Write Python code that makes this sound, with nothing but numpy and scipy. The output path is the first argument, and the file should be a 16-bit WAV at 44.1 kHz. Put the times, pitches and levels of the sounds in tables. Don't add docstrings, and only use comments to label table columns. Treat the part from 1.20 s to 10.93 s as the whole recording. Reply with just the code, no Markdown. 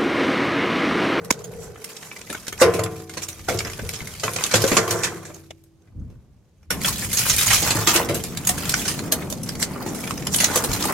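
import sys
import numpy as np
from scipy import signal
from scipy.fft import rfft, irfft, next_fast_len
from scipy.io import wavfile
from scipy.ndimage import uniform_filter1d

SR = 44100
rng = np.random.default_rng(int(sys.argv[2]) if len(sys.argv) > 2 else 0)


def transcribe(u):
    v = np.clip(np.atleast_2d(u).T, -1, 1)
    q = np.round(v * 32767).astype(np.int16)
    wavfile.write(sys.argv[1], SR, q)


N = 429093
TIME = np.arange(N) / SR
LEAD = 600
CRUMBLE_S = 0.026

# start_s, crack_db, thud_db, knock_db, fizz_db, decay_s, pitch_hz, clink_db
HITS = [(0.0473, -38.0, -59, -44, -38, 0.037, 1150, -42), (0.125, -27, -47, -38, -39, 0.026, 6600, -32),
        (0.191, -43, -62, -56, -49, 0.059, 7060, -42), (0.243, -36, -62, -47, -38, 0.03, 6520, -30),
        (0.337, -54, -55, -42, -51, 0.025, 2130, -46), (0.559, -52, -53, -42, -60.0, 0.03, 1260, -40),
        (0.6442, -26.5, -60.0, -37, -26, 0.015, 2060, -37), (0.677, -48, -62, -47, -52, 0.025, 2450, -45),
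        (0.767, -33, -64.0, -42, -52.0, 0.033, 5400.0, -36), (0.829, -41, -58, -37, -55.0, 0.03, 1870, -42),
        (0.915, -49, -40, -33, -55, 0.022, 2310, -28), (0.964, -37, -62.0, -42, -62, 0.03, 2040, -32),
        (1.0145, -34.5, -47, -39, -47, 0.029, 2400, -40), (1.073, -53, -62, -44, -56, 0.028, 2020, -38),
        (1.1, -32, -28.5, -31.5, -36, 0.089, 1700, -34), (1.128, -30, -62.0, -35, -32.0, 0.055, 1350, -30),
        (1.149, -37, -32.5, -27, -48, 0.021, 1500, -25), (1.269, -31.0, -52, -35, -40, 0.04, 1670, -39),
        (1.282, -26, -33.5, -34, -32, 0.031, 1460.0, -35), (1.327, -30, -36, -30, -34, 0.026, 1270, -29),
        (1.378, -37, -58, -45, -44, 0.03, 2480, -41), (1.415, -22, -19, -26, -28, 0.09, 1500, -19),
        (1.4207, -16.5, -31, -14.5, -26, 0.13, 1143, -12.5),
        (1.5382, -30, -27, -29, -32.0, 0.21, 1040, -32), (1.594, -25, -35, -28, -36, 0.043, 1270, -25),
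        (1.637, -25.5, -35, -36, -25, 0.027, 7500, -26), (1.662, -38, -31, -30, -46, 0.03, 1240, -26.5),
        (1.801, -41, -41, -45, -46, 0.024, 1270, -45), (1.896, -37.5, -44, -42, -43, 0.095, 1410, -42),
        (1.938, -35, -54, -42, -51, 0.04, 1850, -44), (1.973, -27, -32, -29.5, -38, 0.067, 990, -32),
        (2.021, -33, -51, -33, -40, 0.057, 6850.0, -31), (2.0852, -29, -47, -39, -30, 0.096, 6950, -27),
        (2.129, -43, -60, -43, -43, 0.022, 5900, -33), (2.194, -40, -50, -38.5, -50, 0.048, 4580, -44),
        (2.287, -25, -19.5, -25, -32, 0.17, 1393, -18), (2.375, -27, -52, -50, -45, 0.018, 6950, -32),
        (2.3894, -21, -47.0, -30, -31, 0.03, 5130, -23), (2.405, -31, -46, -24.5, -45, 0.026, 2240, -23),
        (2.4497, -40, -32, -30.5, -52.0, 0.16, 5100, -27), (2.472, -32, -40, -31, -42, 0.043, 1320, -34),
        (2.499, -35, -46, -34, -44, 0.033, 2060, -34), (2.534, -34, -42, -38, -45, 0.03, 2470, -36),
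        (2.592, -39, -29.5, -31.5, -62, 0.046, 1530, -30.5), (2.692, -24, -43, -34, -27, 0.0092, 2300, -29),
        (2.7368, -28, -60, -37, -37, 0.13, 1240, -35), (2.76, -37, -55.0, -47, -49, 0.034, 5400, -30),
        (2.8055, -38, -47, -32, -55, 0.023, 2070, -29), (2.873, -33, -55, -34, -34, 0.03, 2130, -35),
        (2.916, -40, -56, -43, -47, 0.023, 7500, -42), (2.952, -43, -62, -40, -45, 0.03, 2130, -39),
        (2.998, -31, -61, -56, -67, 0.1, 4750, -32), (3.036, -22, -23, -27, -31, 0.13, 1250.0, -25),
        (3.0804, -37, -44, -22.5, -49.0, 0.02, 1045, -20), (3.1347, -31, -47, -47, -30, 0.072, 1500, -46),
        (3.1628, -18, -25, -28, -31, 0.024, 2500.0, -25), (3.187, -34, -42.5, -27, -46.0, 0.067, 2470, -25),
        (3.211, -29, -42.0, -27, -42.0, 0.018, 1100, -33), (3.239, -12, -34, -36, -29, 0.022, 5250, -23),
        (3.264, -24, -52, -32, -27, 0.042, 2620, -26), (3.3135, -22.5, -51, -26, -44.0, 0.15, 1860, -35),
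        (3.34, -12, -15.5, -16.5, -24, 0.1, 1413, -15.5), (3.3559, -13.5, -29, -22, -23, 0.089, 1800, -22),
        (3.4195, -22.5, -43.0, -50, -22, 0.054, 5100, -21), (3.44, -20, -14, -38, -41, 0.045, 1520, -17.5),
        (3.478, -20.5, -45.0, -41, -35, 0.11, 7240.0, -22), (3.517, -22, -15, -20.5, -44, 0.12, 1120, -25),
        (3.5688, -8.5, -28, -13, -36, 0.064, 1115, -10.5),
        (3.5775, -19.5, -18, -33, -34, 0.12, 1390, -13.5), (3.679, -31, -45, -31, -33, 0.2, 1105, -23),
        (3.709, -19.5, -50, -44, -22, 0.11, 5900, -19), (3.789, -37, -41, -39, -37, 0.078, 1440, -39),
        (3.8357, -17, -45, -21.5, -45, 0.14, 2370, -34), (4.051, -37.5, -46, -42.5, -49, 0.24, 1200, -51),
        (4.102, -57, -33, -42, -57, 0.046, 1180, -39), (4.145, -42, -60, -66, -46, 0.02, 6500, -34.5),
        (4.439, -60, -73, -75, -53, 0.026, 6400, -66), (4.621, -63, -62, -66, -72.5, 0.017, 6300, -62.5),
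        (4.675, -70.5, -56, -59, -76, 0.05, 1630, -62), (4.798, -65, -60.5, -72, -74, 0.019, 6320, -65),
        (4.9, -66, -51, -66, -72.0, 0.18, 5370, -63), (5.43, -66.5, -64, -59, -71, 0.05, 5500, -59),
        (5.5065, -21, -26, -22, -22, 0.12, 1476, -21.5), (5.647, -28, -58, -22, -33, 0.14, 3370, -16.5),
        (5.685, -30, -48, -38, -23, 0.052, 1104, -24.5), (5.824, -38, -34.5, -31.5, -29, 0.11, 1736, -28),
        (5.847, -33, -40, -34, -25.5, 0.036, 2240.0, -36), (5.916, -30, -57, -46, -31, 0.06, 2070.0, -31),
        (5.931, -21, -62, -31, -20.5, 0.32, 3000, -34), (5.9723, -18, -51.0, -32, -25, 0.067, 6480.0, -16),
        (5.986, -18, -47, -29, -20.5, 0.3, 4080, -20), (6.0657, -33, -41, -31, -23, 0.055, 940, -28),
        (6.0978, -13, -52, -23, -22, 0.13, 6670, -12), (6.164, -22, -57, -42.0, -17.0, 0.025, 7360, -24),
        (6.1824, -20.5, -44, -27, -18, 0.11, 2420, -21), (6.2114, -23, -58, -24, -22, 0.22, 1244, -25.5),
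        (6.269, -24, -53, -37, -36, 0.06, 6780, -12), (6.305, -15, -48, -14, -20, 0.19, 1876, -16),
        (6.333, -12, -40, -30, -16, 0.18, 1244, -18), (6.428, -17.5, -20.5, -37, -40.0, 0.082, 6660, -18),
        (6.475, -22, -44, -25, -26, 0.16, 1880, -26), (6.507, -15, -25, -20, -26, 0.077, 4170, -13.5),
        (6.5534, -36, -25, -35, -22, 0.017, 910, -28), (6.639, -34, -43, -36, -39, 0.025, 1250, -33),
        (6.6733, -10, -38, -15.5, -18.5, 0.25, 2060, -16.5),
        (6.74, -21, -46, -21.5, -18.5, 0.23, 1230.0, -29), (6.7601, -12, -42, -17, -19, 0.1, 1150, -31),
        (6.8891, -28, -28.5, -27, -31, 0.3, 2000, -28), (6.945, -26, -27, -34, -24.5, 0.16, 7530, -20),
        (7.002, -45, -52, -35, -41, 0.019, 3120, -37), (7.038, -29.5, -37, -37, -31, 0.18, 7250, -24.5),
        (7.1735, -22.5, -52.0, -31, -26.5, 0.024, 4040, -26.5),
        (7.251, -33, -54, -54, -33, 0.036, 6830, -30), (7.2727, -20.5, -52, -30, -13, 0.042, 6680.0, -15),
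        (7.2919, -15.5, -44, -23.5, -13, 0.057, 6360, -22),
        (7.3807, -26, -31.5, -29.5, -27, 0.052, 1620, -28),
        (7.4946, -16.5, -38, -46, -18, 0.035, 5200, -20), (7.5405, -15, -52.0, -16, -39, 0.018, 1520, -17),
        (7.595, -32, -36, -43, -28, 0.03, 3350, -27), (7.6553, -24.0, -46, -30, -36, 0.098, 1510, -31),
        (7.6803, -20.5, -51.0, -26.5, -23.5, 0.25, 5180, -17),
        (7.7918, -26.5, -53, -28, -36, 0.021, 4100, -25.5),
        (7.9217, -14.5, -31, -24.5, -14, 0.065, 4020, -21), (8.022, -50, -31, -33, -55, 0.07, 1170, -40),
        (8.1015, -32, -39, -53, -28.5, 0.11, 7460, -39), (8.1255, -23.5, -27, -49, -31, 0.014, 6900, -28),
        (8.234, -32, -56, -60, -25, 0.026, 5650, -29), (8.291, -22, -44, -24.5, -29, 0.02, 4960, -24),
        (8.354, -34, -38, -39, -42, 0.025, 4520, -35), (8.399, -38, -45, -40, -29, 0.049, 2070, -42),
        (8.4273, -17.5, -38, -23, -22, 0.033, 7460, -15), (8.517, -50, -42, -40, -40, 0.031, 900, -38),
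        (8.559, -59, -30, -52, -51, 0.05, 1190, -28.5), (8.663, -36, -33, -40, -39, 0.22, 870, -27.5),
        (8.7486, -32, -36, -42, -32, 0.099, 1140, -38), (8.806, -42, -45, -44, -35, 0.04, 5320, -35),
        (8.838, -41, -37, -33, -36, 0.04, 2300, -36), (8.872, -34, -50, -29, -35, 0.074, 1390, -33),
        (8.909, -28, -39, -27.5, -34, 0.024, 1120, -22), (8.977, -33, -48, -37, -41, 0.03, 5100, -29),
        (9.024, -34, -33, -34, -44, 0.029, 1850, -42), (9.0706, -19, -28, -26, -23.5, 0.02, 5170.0, -22),
        (9.144, -15, -27, -32, -16, 0.023, 3370, -17.5), (9.161, -23, -44, -38, -17, 0.069, 8830, -18),
        (9.185, -19, -40, -28.5, -23, 0.092, 5200, -28),
        (9.2029, -14.5, -27.5, -23, -18.5, 0.31, 2060, -24),
        (9.2438, -9.5, -46, -19, -19, 0.038, 6270.0, -9), (9.301, -40, -22, -36, -36, 0.045, 1460.0, -28),
        (9.358, -16.5, -33, -29, -16, 0.083, 1125, -19), (9.372, -17.5, -37, -35, -23, 0.1, 3320, -25),
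        (9.44, -20.5, -22.5, -30, -18, 0.071, 846, -26), (9.5163, -24.5, -35, -45, -38, 0.03, 4100, -36),
        (9.532, -20.5, -43, -38, -25, 0.069, 4140, -22), (9.6255, -17, -46.0, -42, -43, 0.018, 960, -30),
        (9.642, -42, -27, -38, -42, 0.033, 1220, -23.5), (9.6553, -29, -23, -48, -24.5, 0.073, 845, -23),
        (9.697, -51, -36, -41, -44, 0.07, 944, -25)]
# time_s, pebble_db, grit_db
TRICKLE = [(0.0, -44, -58.5), (0.32, -50.5, -54.5), (0.53, -48.5, -55.5), (0.7, -51.5, -46),
           (0.93, -50.5, -48), (1.12, -51.5, -46), (1.35, -49, -48.5), (1.5, -40, -45), (1.72, -52, -50.5),
           (1.8, -50, -48), (1.865, -60, -56.5), (1.95, -46.5, -48), (2.25, -57, -49), (2.33, -58, -36),
           (2.48, -53, -44.5), (2.83, -40.5, -40), (2.97, -53.5, -43.5), (3.09, -39, -35.5),
           (3.21, -38.5, -38), (3.42, -31.5, -30.5), (3.56, -26.5, -26.5), (3.74, -38.5, -55.5),
           (3.86, -29, -44.5), (4.02, -47, -51.5), (4.2, -55, -53.5), (4.38, -81.5, -72.5),
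           (4.73, -69, -78.5), (5.46, -78, -78.5)]
# time_s, pebble_db, grit_db
SLIDE = [(5.53, -36, -62), (5.66, -54, -22.5), (5.72, -46, -32), (5.94, -87, -33.5), (6.03, -42, -27),
         (6.13, -62, -23.5), (6.32, -44, -22), (6.48, -27.5, -26.5), (6.65, -34, -32), (6.8, -25, -53),
         (6.99, -59, -44.5), (7.21, -42.5, -46), (7.46, -37, -35), (7.6, -58, -31), (7.94, -37, -50),
         (8.18, -54, -46.5), (8.34, -52, -45), (8.62, -40, -50), (8.8, -43, -36.5), (9.03, -54, -46),
         (9.15, -44, -48), (9.31, -25.5, -32), (9.45, -35.5, -38.5), (9.64, -36, -29.5), (9.73, -26, -40)]
# frequency_hz, correlation
MIC_LIKENESS = [(60, .9), (300, .82), (700, .8), (1400, .76), (3000, .33), (7000, .1), (15000, .15)]


def amp(db):
    return 10 ** (np.asarray(db) / 20)


def unit(x):
    return x / np.sqrt(np.mean(x ** 2) + 1e-20)


def read(points, hz):
    f, value = np.transpose(points)
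    return np.interp(np.log(hz + 1), np.log(f + 1), value)


def level(rows, column):
    times, db = np.array(rows)[:, [0, column]].T
    inside = np.interp(TIME, [times[0] - .015, times[0], times[-1], times[-1] + .015], [0, 1, 1, 0])
    return inside * amp(np.interp(TIME, times, db))


def flicker(size, *widths):
    wobble = rng.standard_normal(size)
    for width in widths:
        wobble = uniform_filter1d(wobble, width)
    return unit(wobble)


def add(mix, start_s, sound):
    part = mix[:, max(round(start_s * SR), 0):][:, :sound.shape[1]]
    part += sound[:, :part.shape[1]]


def play(rows, voice):
    out = np.zeros((2, N))
    for start_s, *row in rows:
        add(out, start_s, voice(*row))
    return out


def coloured(pair, colour):
    size = next_fast_len(pair.shape[1])
    spectra, hz = rfft(pair, size), np.fft.rfftfreq(size, 1 / SR)
    angle = np.arcsin(np.clip(read(MIC_LIKENESS, hz), 0, 1)) / 2
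    blended = np.cos(angle) * spectra + np.sin(angle) * spectra[::-1]
    return unit(irfft(blended * amp(read(colour, hz)), size)[:, :pair.shape[1]])


def noise(colour, size=N):
    return coloured(rng.standard_normal((2, size)), colour)


def chips(per_s, low_hz, high_hz, spread_db, t60, kinds=36):
    t, out = np.arange(1400) / SR, np.zeros((2, N))
    for hz in np.geomspace(low_hz, high_hz, kinds):
        partials = hz * rng.uniform(.7, 1.8, (4, 1))
        modes = np.sin(2 * np.pi * (partials * t + rng.random((2, 4, 1)))).mean(1)
        tick = .42 * rng.standard_normal((2, len(t))) * np.exp(-t / .002)
        chip = (modes + tick) * amp(-60 * t / t60) * (1 - np.exp(-t / .0003))
        wait, weight, hop = rng.exponential(1, (3, 2500))
        falls = np.cumsum(wait * kinds * SR / per_s).astype(int)
        bounces = falls + (hop * .03 * SR).astype(int)
        sizes = amp(spread_db * np.minimum(weight, 3.2))
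        train = np.bincount(np.r_[falls, bounces].clip(0, N), np.r_[sizes, .5 * sizes], N + 1)[:N]
        out += signal.oaconvolve(train[None], chip, axes=1)[:, :N]
    return out


def flow_with_spills(flow, rise_s=0.011, t60=0.18):
    t, spill_power = np.arange(0, .5, 1 / SR), np.zeros((2, N))
    fade = (1 - np.exp(-t / rise_s)) * amp(-60 * t / t60)
    for start_s, crack_db, _, knock_db, _, decay_s, *_ in HITS:
        if flow[0][0] < start_s < flow[-1][0]:
            strength = amp([[knock_db - 21.5], [crack_db - 23.5]]) * min(decay_s / CRUMBLE_S, 1)
            add(spill_power, start_s, (strength * fade) ** 2)
    return np.sqrt(spill_power + np.array([level(flow, 1), level(flow, 2)]) ** 2)


def debris(flow, pebble_db, grit_db, pebbles_per_s, grit_per_s, dust_db):
    # frequency_hz, level_db
    pebble_colour = [(150, -21), (400, 5), (700, 2), (1400, 3), (2300, -3.5), (3500, -24.5), (7000, -29)]
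    grit_colour = [(1000, -8.5), (2400, -2.5), (3600, -7), (5200, -4.5), (7000, -2.5), (8500, -4.5),
                   (12000, -4), (14500, -11), (16000, -17)]
    pebbles = unit(chips(pebbles_per_s, low_hz=650, high_hz=3000, spread_db=2.5, t60=.036))
    grit = unit(chips(grit_per_s, low_hz=2600, high_hz=11000, spread_db=4.3, t60=.024))
    dust = amp(dust_db) * rng.standard_normal((2, N))
    clumps = unit(amp(2.5 * flicker(N, 380, 120)))
    spurts = unit(amp(1.03 * flicker(N, 2200, 900)))
    pebble_flow, grit_flow = clumps * spurts * flow_with_spills(flow)
    return (amp(pebble_db) * pebble_flow * coloured(pebbles + dust, pebble_colour)
            + amp(grit_db) * grit_flow * coloured(grit + dust, grit_colour))


def bed_panel(hold_s=0.44, ring_fade_db_per_s=37.5, boom_fade_db_per_s=150):
    thinning_s = np.maximum(TIME - hold_s, 0)
    ring = noise([(200, -83), (380, -16.5), (432, -2.5), (470, -3.5), (540, -18), (800, -24),
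                  (2000, -78.5)])
    boom = noise([(50, -31.5), (100, -1.5), (170, 6.5), (260, -19), (600, -46), (3000, -90)])
    return (amp(-39 - ring_fade_db_per_s * thinning_s) * ring
            + amp(-43 - boom_fade_db_per_s * thinning_s) * boom)


def bare_rumble(usual_flow_db=-42):
    # frequency_hz, level_db
    rumble_colour = [(30, -40), (55, -23), (85, -12), (130, -3), (190, -2.5), (280, -10), (420, -6),
                     (700, -15), (1500, -27.5), (4000, -74.5)]
    swell = (level(TRICKLE, 1) / amp(usual_flow_db)) ** 0.65
    return amp(-44) * swell * noise(rumble_colour)


def wind(waver_db=2, rise_share=0.16):
    # time_s, level_db
    breeze = [(0, -64), (.52, -48), (.66, -76), (1.3, -53), (1.45, -56), (2.1, -63), (2.25, -46.5),
              (3.0, -53), (3.6, -60), (4.4, -63.5), (5.45, -61.5), (5.52, -50.5), (6.3, -39.5),
              (6.6, -44.5), (8.75, -55), (9.7, -46)]
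    # peak_s, level_db, length_s
    gusts = [(2.62, -34, 0.042), (2.814, -37, 0.039), (4.774, -35.5, 0.11), (5.684, -38, 0.14),
             (6.28, -37.5, 0.15), (7.21, -48, .2), (8.316, -42, .1), (9.496, -29.5, 0.07)]
    # frequency_hz, level_db
    wind_colour = [(12, -32.5), (28, -10), (50, -3.5), (85, 2.5), (130, -3.5), (250, -14), (800, -48),
                   (3000, -78.5)]
    waver = unit(sum(np.sin(2 * np.pi * (hz * TIME + rng.random())) for hz in np.geomspace(2, 8, 10)))
    power = (level(breeze, 1) * amp(waver_db * waver)) ** 2
    for peak_s, db, length_s in gusts:
        age = (TIME - peak_s) / length_s
        power += (amp(db) * np.exp(-np.maximum(age, -age / rise_share))) ** 2
    return np.sqrt(power) * noise(wind_colour)


def still_air():
    # frequency_hz, level_db
    air_colour = [(30, -13.5), (120, -9.5), (400, -19), (1000, -25.5), (3000, -26.5), (6500, -29.5),
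                  (13000, -38.5), (16000, -42.5)]
    return amp(-70) * noise(air_colour)


def clink(t, pitch_hz, shape_spread=.06):
    # pitch_ratio, level_db
    stone_modes = [(1, 1.5), (1.07, -2.5), (1.27, -16.5), (1.62, -19.5), (2.3, -12)]
    ratio, db = np.transpose(stone_modes)[:, :, None]
    hz = pitch_hz * ratio * np.exp(shape_spread * rng.standard_normal(ratio.shape) * (ratio > 1))
    apart = .5 * (1 - read(MIC_LIKENESS, hz))
    return (amp(db) * np.sin(2 * np.pi * (hz * t + apart * rng.random((2, len(hz), 1))))).sum(1)


def stone_hit(crack_db, thud_db, knock_db, fizz_db, decay_s, pitch_hz, clink_db, spray_db=-26):
    size, hold_s = 7000, 0.0023
    t, decay_s = (np.arange(size) - LEAD) / SR, np.clip(decay_s, .015, .2)
    swell, age = np.exp(np.minimum(t, 0) / .0014), np.maximum(t - hold_s, 0)
    resonance_hz, resonance_db = np.geomspace(500, 16000, 70), 4 * rng.standard_normal(70)
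    resonances = amp(np.interp(np.fft.rfftfreq(size, 1 / SR), resonance_hz, resonance_db))
    crumbling = unit(amp(2.3 * flicker(size, 40)))
    spray_t60 = 0.74 * min(decay_s / CRUMBLE_S, 1) ** 2
    spray = amp(spray_db - 60 * age / spray_t60)
    # level_db, decay_factor, colour
    bands = [
        (thud_db + .5, 1.2, [(30, -48), (80, -4), (160, 4.5), (550, 5.5), (1000, -13.5), (3000, -56)]),
        (knock_db - .5, 1.1,
         [(300, -15), (800, -7.5), (1500, -2.5), (2400, -1), (3500, -11.5), (8000, -42)]),
        (crack_db - .5, .95, [(1200, -29.5), (2800, -4.5), (7000, 0), (9000, -10.5), (16000, -30)]),
        (fizz_db + .5, .95, [(4000, -44), (8300, -1.5), (12000, -1.5), (16000, -16)])]
    crush = np.zeros((2, size))
    for db, linger, colour in bands:
        burst = unit(irfft(rfft(noise(colour, size)) * resonances))
        crush += amp(db) * burst * (amp(-60 * age / (decay_s * linger)) + spray)
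    clink_t60 = min(decay_s, .055 * min(2000 / pitch_hz, 1) ** .5)
    ring = clink(t, pitch_hz) * amp(clink_db - 2.5 - 60 * age / clink_t60)
    pan = amp(np.array([[-.1], [.1]]) * rng.standard_normal())
    return (crush * crumbling + ring * unit(crumbling ** 0.88)) * swell * pan


def rock_face(dry, wet_db=-7.5, t60=0.072, size=10000):
    t = np.arange(size) / SR
    echoes = rng.standard_normal((2, size)) * (rng.random((2, size)) < .05)
    echoes *= (t > .006) * amp(-60 * t / t60)
    return dry + amp(wet_db) * signal.oaconvolve(dry, echoes / np.linalg.norm(echoes[0]), axes=1)[:, :N]


def slab_thump(db, hz, t60=0.023, sag_s=0.021):
    t = np.arange(3000) / SR
    turns = hz * sag_s * np.log1p(t / sag_s)
    return np.tile(amp(db - 60 * t / t60) * np.sin(2 * np.pi * turns), (2, 1))


def pry_bar():
    # start_s, crack_db, thud_db, knock_db, fizz_db, decay_s, pitch_hz, clink_db
    bar_taps = [(0.1072, -14, -28, -14.5, -23.5, 0.012, 1015, -16),
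                (0.111, -17, -20, -34, -25.5, 0.016, 6630, -19),
                (4.3075, -37.5, -36, -39, -62, 0.027, 3425, -39.5)]
    # start_s, level_db, pitch_hz
    shoves = [(0.1125, -17, 170)]
    taps = play(bar_taps, lambda *tap: stone_hit(*tap, spray_db=-34))
    return np.roll(taps, -LEAD, axis=1) + play(shoves, slab_thump)


def scrapes():
    # peak_s, swell_s, fade_s, crunch_db, sizzle_db
    grinds = [(0.44, 0.042, 0.03, -54, -42), (0.75, 0.068, 0.05, -56, -59), (0.87, 0.079, 0.032, -51, -46),
              (1.416, 0.0091, 0.0054, -19, -16), (2.291, 0.0072, 0.012, -31, -32),
              (2.035, 0.0085, 0.0084, -43, -26), (3.345, 0.016, 0.025, -29, -36),
              (3.579, 0.008, 0.032, -21.5, -36), (3.74, 0.093, 0.11, -33, -34),
              (3.845, 0.015, 0.012, -33, -26), (6.314, 0.007, 0.02, -25.5, -34),
              (6.772, 0.013, 0.038, -28, -34), (7.57, 0.016, 0.043, -36.5, -29.5),
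              (8.426, 0.014, 0.013, -33, -21.5), (8.69, 0.015, 0.015, -45, -35),
              (9.073, 0.0053, 0.004, -31, -38), (9.145, 0.012, 0.006, -31, -17.5),
              (9.36, 0.018, 0.012, -26, -24)]
    # frequency_hz, level_db
    crunch_colour = [(200, -25.5), (500, 0), (850, -3), (1400, -5), (2000, -4.5), (3000, -14), (6000, -34)]
    sizzle_colour = [(1500, -23), (3000, -8), (5200, -6), (7400, -1), (8400, -5.5), (12000, -6.5),
                     (16000, -18)]
    t, power = np.arange(-.3, .3, 1 / SR), np.zeros((2, N))
    for peak_s, swell_s, fade_s, crunch_db, sizzle_db in grinds:
        envelope = np.exp(np.minimum(t / swell_s, -t / fade_s))
        add(power, peak_s + t[0], (amp([[crunch_db], [sizzle_db]]) * envelope) ** 2)
    crunch_gain, sizzle_gain = np.sqrt(power)
    crunch = chips(per_s=1500, low_hz=550, high_hz=2000, spread_db=2.5, t60=.022, kinds=12)
    sizzle = chips(per_s=3000, low_hz=3000, high_hz=9000, spread_db=2.5, t60=.012, kinds=12)
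    return crunch_gain * coloured(crunch, crunch_colour) + sizzle_gain * coloured(sizzle, sizzle_colour)


def bed_blow(clang_db, boom_db, knock_db, knock_hz, ring_share, size=80000):
    # pitch_hz, level_db, full_t60_s
    bed_modes = [(92, -9.5, 2.3), (109.2, 5, 0.67), (146.4, -5, 1.7), (173.8, -2, 1.1), (192.3, -12.5, 1.9),
                 (287, -21, 1.9), (328.7, -12.5, 2.43), (353.5, 1, 0.7), (389, -7, 1.6), (448, 0.5, 0.97),
                 (477.5, 1.5, 0.85), (507, -2.5, 0.45), (550, -5.5, 0.55), (659, -1, 0.52), (706, -7, 0.66),
                 (735, -17, 1.6), (916, -17.5, 0.7), (1033, -7, 0.68), (1155, -13, 0.96), (1374, -5, 0.4),
                 (1470, -13, 0.45)]
    t = np.arange(size) / SR
    hz, db, t60 = np.transpose(bed_modes)[:, :, None]
    drive_db = np.where(hz < 250, boom_db + 2.5, clang_db - 6.8)
    weight = amp(db + drive_db + 1.2 * rng.standard_normal(hz.shape))
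    phase = 2 * np.pi * rng.random(len(hz)) + .35 * rng.standard_normal((2, len(hz)))
    ringing = weight * np.exp((2j * np.pi * hz - np.log(1000) / (t60 * ring_share)) * t)
    modes = (np.exp(1j * phase) @ ringing).real
    modes *= 1 + .26 * flicker(size, 900, 500)
    plate = noise([(25, -50), (60, -15), (100, -2.5), (240, -26.5), (370, -1.5), (520, 1), (800, -9.5),
                   (1400, -8), (2500, -16.5), (6000, -55)], size)
    plate *= amp(clang_db - 5 - 60 * t / (0.49 * ring_share))
    knock = amp(knock_db - 60 * t / .11) * np.sqrt(2) * np.sin(2 * np.pi * knock_hz * t)
    low_cut = signal.butter(4, 66, "high", fs=SR, output="sos")
    return signal.sosfilt(low_cut, (modes + plate + knock) * (1 - np.exp(-t / 0.0016)))


def landings(loaded_s=5.505, bare_ring=0.94, loaded_ring=0.77):
    # start_s, clang_db, boom_db, knock_db, knock_hz
    blows = [(1.416, -2, -23, 5, 523), (1.447, -33, -25, -14, 426), (1.479, -32, -43, -1.5, 459),
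             (1.589, -14.5, -23.5, -15, 620), (2.285, -18.5, -25, -20, 653), (2.306, -33, -43, -13, 496),
             (2.346, -26.5, -32, -12, 358), (2.633, -28, -30, -20, 440), (3.036, -21, -30, -16, 437),
             (3.162, -31, -51, -22, 510), (3.339, -15, -22, -7.5, 496), (3.368, -20, -26, -22, 343),
             (3.439, -13, -35, -1.5, 540), (3.566, -10.5, -25.5, -14, 700), (3.708, -14, -26, -25, 374),
             (3.944, -31, -36, -19, 355), (6.552, -27, -26, -14, 308), (6.574, -23, -28, -16, 163),
             (6.674, -24, -28, -11, 330), (6.752, -10, -53, -7.5, 340), (6.892, -15.5, -26, -8, 337),
             (6.9, -24, -43, -11, 573), (7.293, -30, -43, -14, 727), (7.923, -25, -40, -18, 635),
             (9.357, -16, -29, -10, 504)]
    return play([(s, *blow, bare_ring if s < loaded_s else loaded_ring) for s, *blow in blows], bed_blow)


def cobbles():
    knocks = chips(per_s=65, low_hz=800, high_hz=5000, spread_db=2, t60=.045, kinds=18)
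    thickness = np.hypot(level(SLIDE, 1), level(SLIDE, 2))
    return amp(-3) * thickness * coloured(knocks, [(300, -25), (1000, -1), (7000, 2.5), (14000, 12)])


def loaded_rumble():
    # time_s, deep_db, hollow_db
    drumming = [(5.53, -31, -39.5), (5.95, -38.5, -45.5), (6.3, -35.5, -49), (6.9, -39, -31.5),
                (7.15, -34, -46), (7.5, -32.5, -36.5), (7.95, -35, -32), (8.25, -33, -40),
                (8.7, -37.5, -31), (9.1, -31, -37.5), (9.73, -43, -30.5)]
    # frequency_hz, level_db
    deep_colour = [(30, -19), (80, -6), (130, -1.5), (190, 1), (280, -12), (500, -17.5), (1500, -40),
                   (4000, -75)]
    hollow_colour = [(60, -27.5), (150, -2.5), (230, 2.5), (320, 0), (480, -7), (700, -11), (1500, -25),
                     (4000, -66)]
    return level(drumming, 1) * noise(deep_colour) + level(drumming, 2) * noise(hollow_colour)


def scene():
    stones = amp(-2) * np.roll(play(HITS, stone_hit), -LEAD, axis=1)
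    bed = amp(-9.5) * landings() + bed_panel() + bare_rumble() + loaded_rumble()
    trickle = debris(TRICKLE, pebble_db=-3.5, grit_db=1.5, pebbles_per_s=280, grit_per_s=1000, dust_db=-2)
    slide = debris(SLIDE, pebble_db=-1, grit_db=1, pebbles_per_s=400, grit_per_s=800, dust_db=0)
    air = amp(6.5) * wind() + still_air()
    return rock_face(stones + trickle + slide + cobbles() + scrapes()) + pry_bar() + bed + air


def record(dry):
    # frequency_hz, left_minus_right_db
    mic_tilt = [(100, 0.8), (700, 0), (2300, 0.1), (4400, -1), (6500, -6.5), (9000, -1), (12000, 3),
                (16000, -1)]
    size = next_fast_len(N)
    tilt = amp(np.array([[.5], [-.5]]) * read(mic_tilt, np.fft.rfftfreq(size, 1 / SR)))
    heard = np.clip(irfft(rfft(dry, size) * tilt, size)[:, :N], -1, 1)
    band_limit = signal.firwin(401, cutoff=16000, window=("kaiser", 8), fs=SR)
    return signal.oaconvolve(heard, band_limit[None], "same")


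dry = scene()
out = record(dry)
transcribe(out)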